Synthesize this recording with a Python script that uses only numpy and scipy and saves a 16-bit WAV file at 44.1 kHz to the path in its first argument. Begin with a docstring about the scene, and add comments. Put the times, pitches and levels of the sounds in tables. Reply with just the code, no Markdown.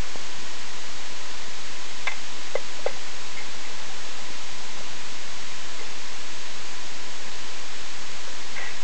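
"""Young mice are handled in a plastic tub on a carpet, close to a small hand-held camera.
Microphone hiss and a thin electronic whine run throughout and cover nearly everything.
A touch bumps the camera at 0.2 s. The plastic creaks at 2.1 s and takes two dull knocks at 2.6 and 2.9 s.
Faint taps and finger rubs follow; paws patter from 3.4 to 5 s, with a softer bump at 4.3 s.
The strongest rub comes last, at 8.6 s."""
import sys
import numpy as np
from scipy import signal
from scipy.fft import rfft, irfft, next_fast_len
from scipy.io import wavfile
from scipy.ndimage import map_coordinates

SR = 44100
rng = np.random.default_rng(int(sys.argv[2]) if len(sys.argv) > 2 else 0)


def waveform_to_disk(signal):
    """Save audio, clipped to [-1, 1], as 16-bit WAV at the path in sys.argv[1]."""
    frames = np.transpose(np.atleast_2d(signal))
    scaled = np.clip(frames, -1, 1) * 32767
    samples = np.round(scaled).astype(np.int16)
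    wavfile.write(sys.argv[1], SR, samples)


N = 389403
T = np.arange(N) / SR

# Microphone self-noise. Each row: frequency in Hz, relative density in dB.
HISS_SPECTRUM = [(25, -2), (100, -4), (250, -2), (450, -1.65), (650, -2.5), (1050, -1.3), (1400, -2.5),
                 (2000, -0.5), (2700, -1.2), (4000, -2), (6000, -5.5), (7500, -7.5), (8900, -6.5),
                 (9500, -42.5)]
# Electronic whine. Each row: frequency in Hz, level in dB.
WHINE_TONES = [(1000, -55), (1695, -59.5), (1907, -61.5), (4625, -64.5), (6500, -54.5), (7500, -67.5),
               (8500, -67)]
# Touches on the camera body. Each row: centre in seconds, peak in dB, pitch in Hz.
CAMERA_BUMPS = [(0.158, -23.5, 480), (4.305, -34, 220)]
# Modes of the plastic. Each row: frequency in Hz, gain in dB, T60 in seconds.
TUB_MODES = [(480, -13, 0.047), (555, 1, 0.015), (787, -9, 0.049), (856, -7.5, 0.069), (1056, -4.5, 0.022),
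             (1320, -13, 0.018), (1608, -13, 0.046), (1740, -22.5, 0.034), (1944, -16.5, 0.05),
             (2070, -10.5, 0.026), (2294, -14.5, .022), (2590, -12, 0.021), (3470, -11.5, 0.038),
             (5440, -17.5, .01)]
# Creaks, alone or as the plastic springs back from a blow.
# Each row: start in seconds, length in seconds, level in dB, squeak in Hz, squeak share from 0 to 1.
TUB_CREAKS = [(2.0707, .012, -20.5, 2190, 0.73), (2.1158, 0.0072, -30.5, 2140, 0.2),
              (2.553, .009, -29, 2030, 0.8), (2.865, 0.016, -33, 2060, 0.6)]
# Blows on the plastic. Each row: start in seconds, gain in dB, wall flex pitch in Hz.
TUB_KNOCKS = [(2.5532, -9.5, 580), (2.790, -30, 600), (2.8628, -9, 587), (2.963, -35.5, 750),
              (3.895, -35.5, 770), (4.805, -29, 630), (5.808, -28, 410), (8.275, -35, 530)]
# Finger drags on the plastic.
# Each row: start in seconds, length in seconds, gain in dB, squeak in Hz, squeak share from 0 to 1.
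FINGER_RUBS = [(3.362, .045, -35.5, 2170, .88), (3.627, .12, -43, 2040, .65), (4.01, .025, -41, 2080, 0.7),
               (5.785, 0.028, -37.5, 2100, 0.13), (8.557, 0.16, -29.5, 2030, 0.8)]
# Room decay. Each row: frequency in Hz, T60 in seconds.
ROOM_DECAY = [(200, 0.14), (2000, 0.44), (8000, 0.095)]
# Camera treble roll-off. Each row: frequency in Hz, gain in dB.
CAMERA_ROLLOFF = [(7500, 0), (8050, -5), (8500, -15), (8700, -25), (8900, -45)]


def amp(db):
    """Decibels to gain."""
    return 10 ** (np.asarray(db) / 20)


def unit(x):
    """Scale to rms 1."""
    return x / np.sqrt(np.mean(x ** 2) + 1e-20)


def along(points, hz):
    """Interpolate (Hz, value) points on a log frequency axis."""
    knots_hz, values = np.transpose(points)
    return np.interp(np.log(hz + 1), np.log(knots_hz + 1), values)


def wobble(knots_per_s):
    """Smooth random curve."""
    knots = rng.standard_normal(int(N * knots_per_s / SR) + 4)
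    return map_coordinates(knots, [T * knots_per_s])


def filtered(x, gain_at):
    """Zero-phase filter with gain gain_at(hz)."""
    size = next_fast_len(N + SR // 2)
    return irfft(rfft(x, size) * gain_at(np.fft.rfftfreq(size, 1 / SR)), size)[:N]


def hiss(level_db=-38.0):
    """Steady microphone self-noise."""
    noise = filtered(rng.standard_normal(N), lambda hz: amp(along(HISS_SPECTRUM, hz)))
    return amp(level_db) * unit(noise)


def whine(waver_db=.8, drift_rad=.4, steady_hz=3000,
          swell_hz=1907, swell_db=7, swell_at_s=.66, swell_half_width_s=.2):
    """Thin electronic tones; the lower ones waver more, and one swells briefly."""
    out = np.zeros(N)
    rise_db = swell_db * np.exp(-((T - swell_at_s) / swell_half_width_s) ** 2)
    for hz, db in WHINE_TONES:
        looseness = 1 / (1 + (hz / steady_hz) ** 2)
        phase_rad = 2 * np.pi * hz * T + drift_rad * looseness * wobble(8.3)
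        level_db = db + waver_db * looseness * wobble(4.0) + rise_db * (hz == swell_hz)
        out += np.sqrt(2) * amp(level_db) * np.sin(phase_rad)
    return out


def bumps():
    """A touch on the camera gives one pressure swing, no ring."""
    out = np.zeros(N)
    for centre_s, db, hz in CAMERA_BUMPS:
        phase_rad = 2 * np.pi * hz * (T - centre_s)
        out -= amp(db) * phase_rad * np.exp((1 - phase_rad ** 2) / 2)
    return out


def tub_ring(force, baffle_hz=430):
    """Damped modes of a plastic wall too small to radiate bass."""
    t = T[:SR // 4]
    modes = sum(amp(db - 60 * t / t60_s) * np.sin(2 * np.pi * hz * t) for hz, db, t60_s in TUB_MODES)
    radiation = signal.butter(4, baffle_hz, "highpass", fs=SR, output="sos")
    return signal.oaconvolve(force, signal.sosfilt(radiation, modes))[:len(force)]


def light_contact(force, edge_hz):
    """A small, light contact hardly moves the low modes."""
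    return signal.lfilter(*signal.butter(2, edge_hz, "highpass", fs=SR), force)


def squeak(force, hz, width_hz=200):
    """Slips in step keep only the force near one pitch."""
    return signal.lfilter(*signal.iirpeak(hz, hz / width_hz, fs=SR), force)


def stick_slip(t, length_s, slips_per_s=1100, scatter=.28, grit=.024, settle_db=-10.5, settle_t60_s=.1):
    """Force of uneven slips with grit between; weaker slips die away after length_s."""
    jitter, strength = rng.standard_normal((96, 2)).T
    slips_s = np.abs(np.arange(len(jitter)) + scatter * jitter) / slips_per_s
    force = grit * rng.standard_normal(len(t))
    force += np.bincount(np.round(slips_s * SR).astype(int), amp(2 * strength), len(t))[:len(t)]
    return force * np.where(t < length_s, 1, amp(settle_db - 60 * (t - length_s) / settle_t60_s))


def creaks(tighten_s=.0077, light_hz=1150):
    """Strained plastic lets go in dry snaps that tighten into a squeak."""
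    out = np.zeros(N)
    t = T[:SR // 5]
    for start_s, length_s, db, hz, share in TUB_CREAKS:
        force = stick_slip(t, length_s)
        snaps = unit(tub_ring(light_contact(force, light_hz)))
        tone = unit(tub_ring(squeak(force, hz)))
        blend = share * np.minimum(t / tighten_s, 1)
        creak = unit(snaps + blend * (tone - snaps)) * np.sqrt(length_s / t[-1])
        out[round(start_s * SR):][:len(t)] += amp(db) * creak
    return out


def knocks(flex_db=-8.0, flex_t60_s=.0096, damping_power=.57,
           tock_db=-10, tock_hz=1250, tock_t60_s=.0067):
    """Each blow gives a short tock at the contact and flexes the wall."""
    force, tocks = np.zeros((2, N))
    t = T[:SR // 8]
    tock = amp(tock_db - 60 * t / tock_t60_s) * np.sin(2 * np.pi * tock_hz * t)
    for start_s, db, hz in TUB_KNOCKS:
        t60_s = flex_t60_s * amp(-damping_power * db)  # a lighter touch damps less
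        flex = amp(-60 * t / t60_s) * np.sin(2 * np.pi * hz * t)
        cycles = t60_s * hz / np.log(1000)  # a longer flex spreads the same energy
        push = amp(flex_db) * flex * (2 * np.pi * hz / SR) / np.sqrt(cycles)
        force[round(start_s * SR):][:len(t)] += amp(db) * push
        tocks[round(start_s * SR):][:len(t)] += amp(db) * tock
    return tub_ring(force) + tocks


def padded_contact(force, edge_hz):
    """A soft pad rounds off the force."""
    return signal.lfilter(*signal.butter(2, edge_hz, fs=SR), force)


def stroke(start_s, length_s, attack_s, release_t60_s, fade_db_per_s=72):
    """Finger pressure: bites, eases off, lifts."""
    t = np.maximum(T - start_s, 0)
    release_db = 60 * np.maximum(t - length_s, 0) / release_t60_s
    return np.minimum(t / attack_s, 1) * amp(-fade_db_per_s * t - release_db)


def rubs(slips_per_s=6000, light_hz=1800, skin_hz=2400, body_gain=.55, flutter_db=2,
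         bite_s=.011, judder_hz=64.3, judder_db=4.5):
    """Skin drags on plastic: loose slips scrape, locked slips squeak in bursts as it grabs and lets go."""
    loose, locked = (rng.random((2, N)) < slips_per_s / SR) * rng.standard_normal((2, N))
    force = padded_contact(light_contact(loose, light_hz), skin_hz) + body_gain * loose
    scrape = unit(tub_ring(force) * amp(flutter_db * wobble(130)))
    out = np.zeros(N)
    for start_s, length_s, db, hz, share in FINGER_RUBS:
        judder = amp(judder_db * np.cos(2 * np.pi * judder_hz * (T - start_s - bite_s)))
        tone = unit(tub_ring(squeak(locked, hz)) * judder)
        tone_gain = np.sqrt(share) * stroke(start_s, length_s, bite_s, release_t60_s=.14)
        scrape_gain = np.sqrt(1 - share) * stroke(start_s, length_s, attack_s=.04, release_t60_s=.9)
        out += amp(db) * (tone_gain * tone + scrape_gain * scrape)
    return out


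def patter(start_s=3.4, end_s=5.0, steps_per_s=45, level_db=-55, spread_db=2, light_hz=1000, pad_hz=900):
    """Soft paws land on the tub floor at random moments."""
    steps = (rng.random(N) < steps_per_s / SR) * amp(spread_db * rng.standard_normal(N))
    force = padded_contact(light_contact(steps, light_hz), pad_hz)
    running = (T > start_s) & (T < end_s)
    return amp(level_db) * running * unit(tub_ring(force))


def room(x):
    """Short tail of a small carpeted room."""
    hz, t, spectrum = signal.stft(rng.standard_normal(SR // 2), SR, nperseg=256)
    decay = amp(-60 * t / along(ROOM_DECAY, hz)[:, None])
    tail = signal.istft(spectrum * decay, SR, nperseg=256)[1]
    return signal.fftconvolve(x, tail / np.linalg.norm(tail))[:N]


def scene(room_db=-17):
    """Tub sounds in the room, plus camera bumps, hiss and whine. Mono."""
    tub = knocks() + creaks() + rubs() + patter()
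    return (tub + amp(room_db) * room(tub) + bumps() + hiss() + whine())[None]


def record(dry, limit_hz=8926, dc_offset=-.1692):
    """The camera's treble rolls off to a hard band limit; its converter rests off zero."""
    band_limited = filtered(dry[0], lambda hz: amp(along(CAMERA_ROLLOFF, hz)) * (hz < limit_hz))
    return band_limited[None] + dc_offset


dry = scene()
out = record(dry)
waveform_to_disk(out)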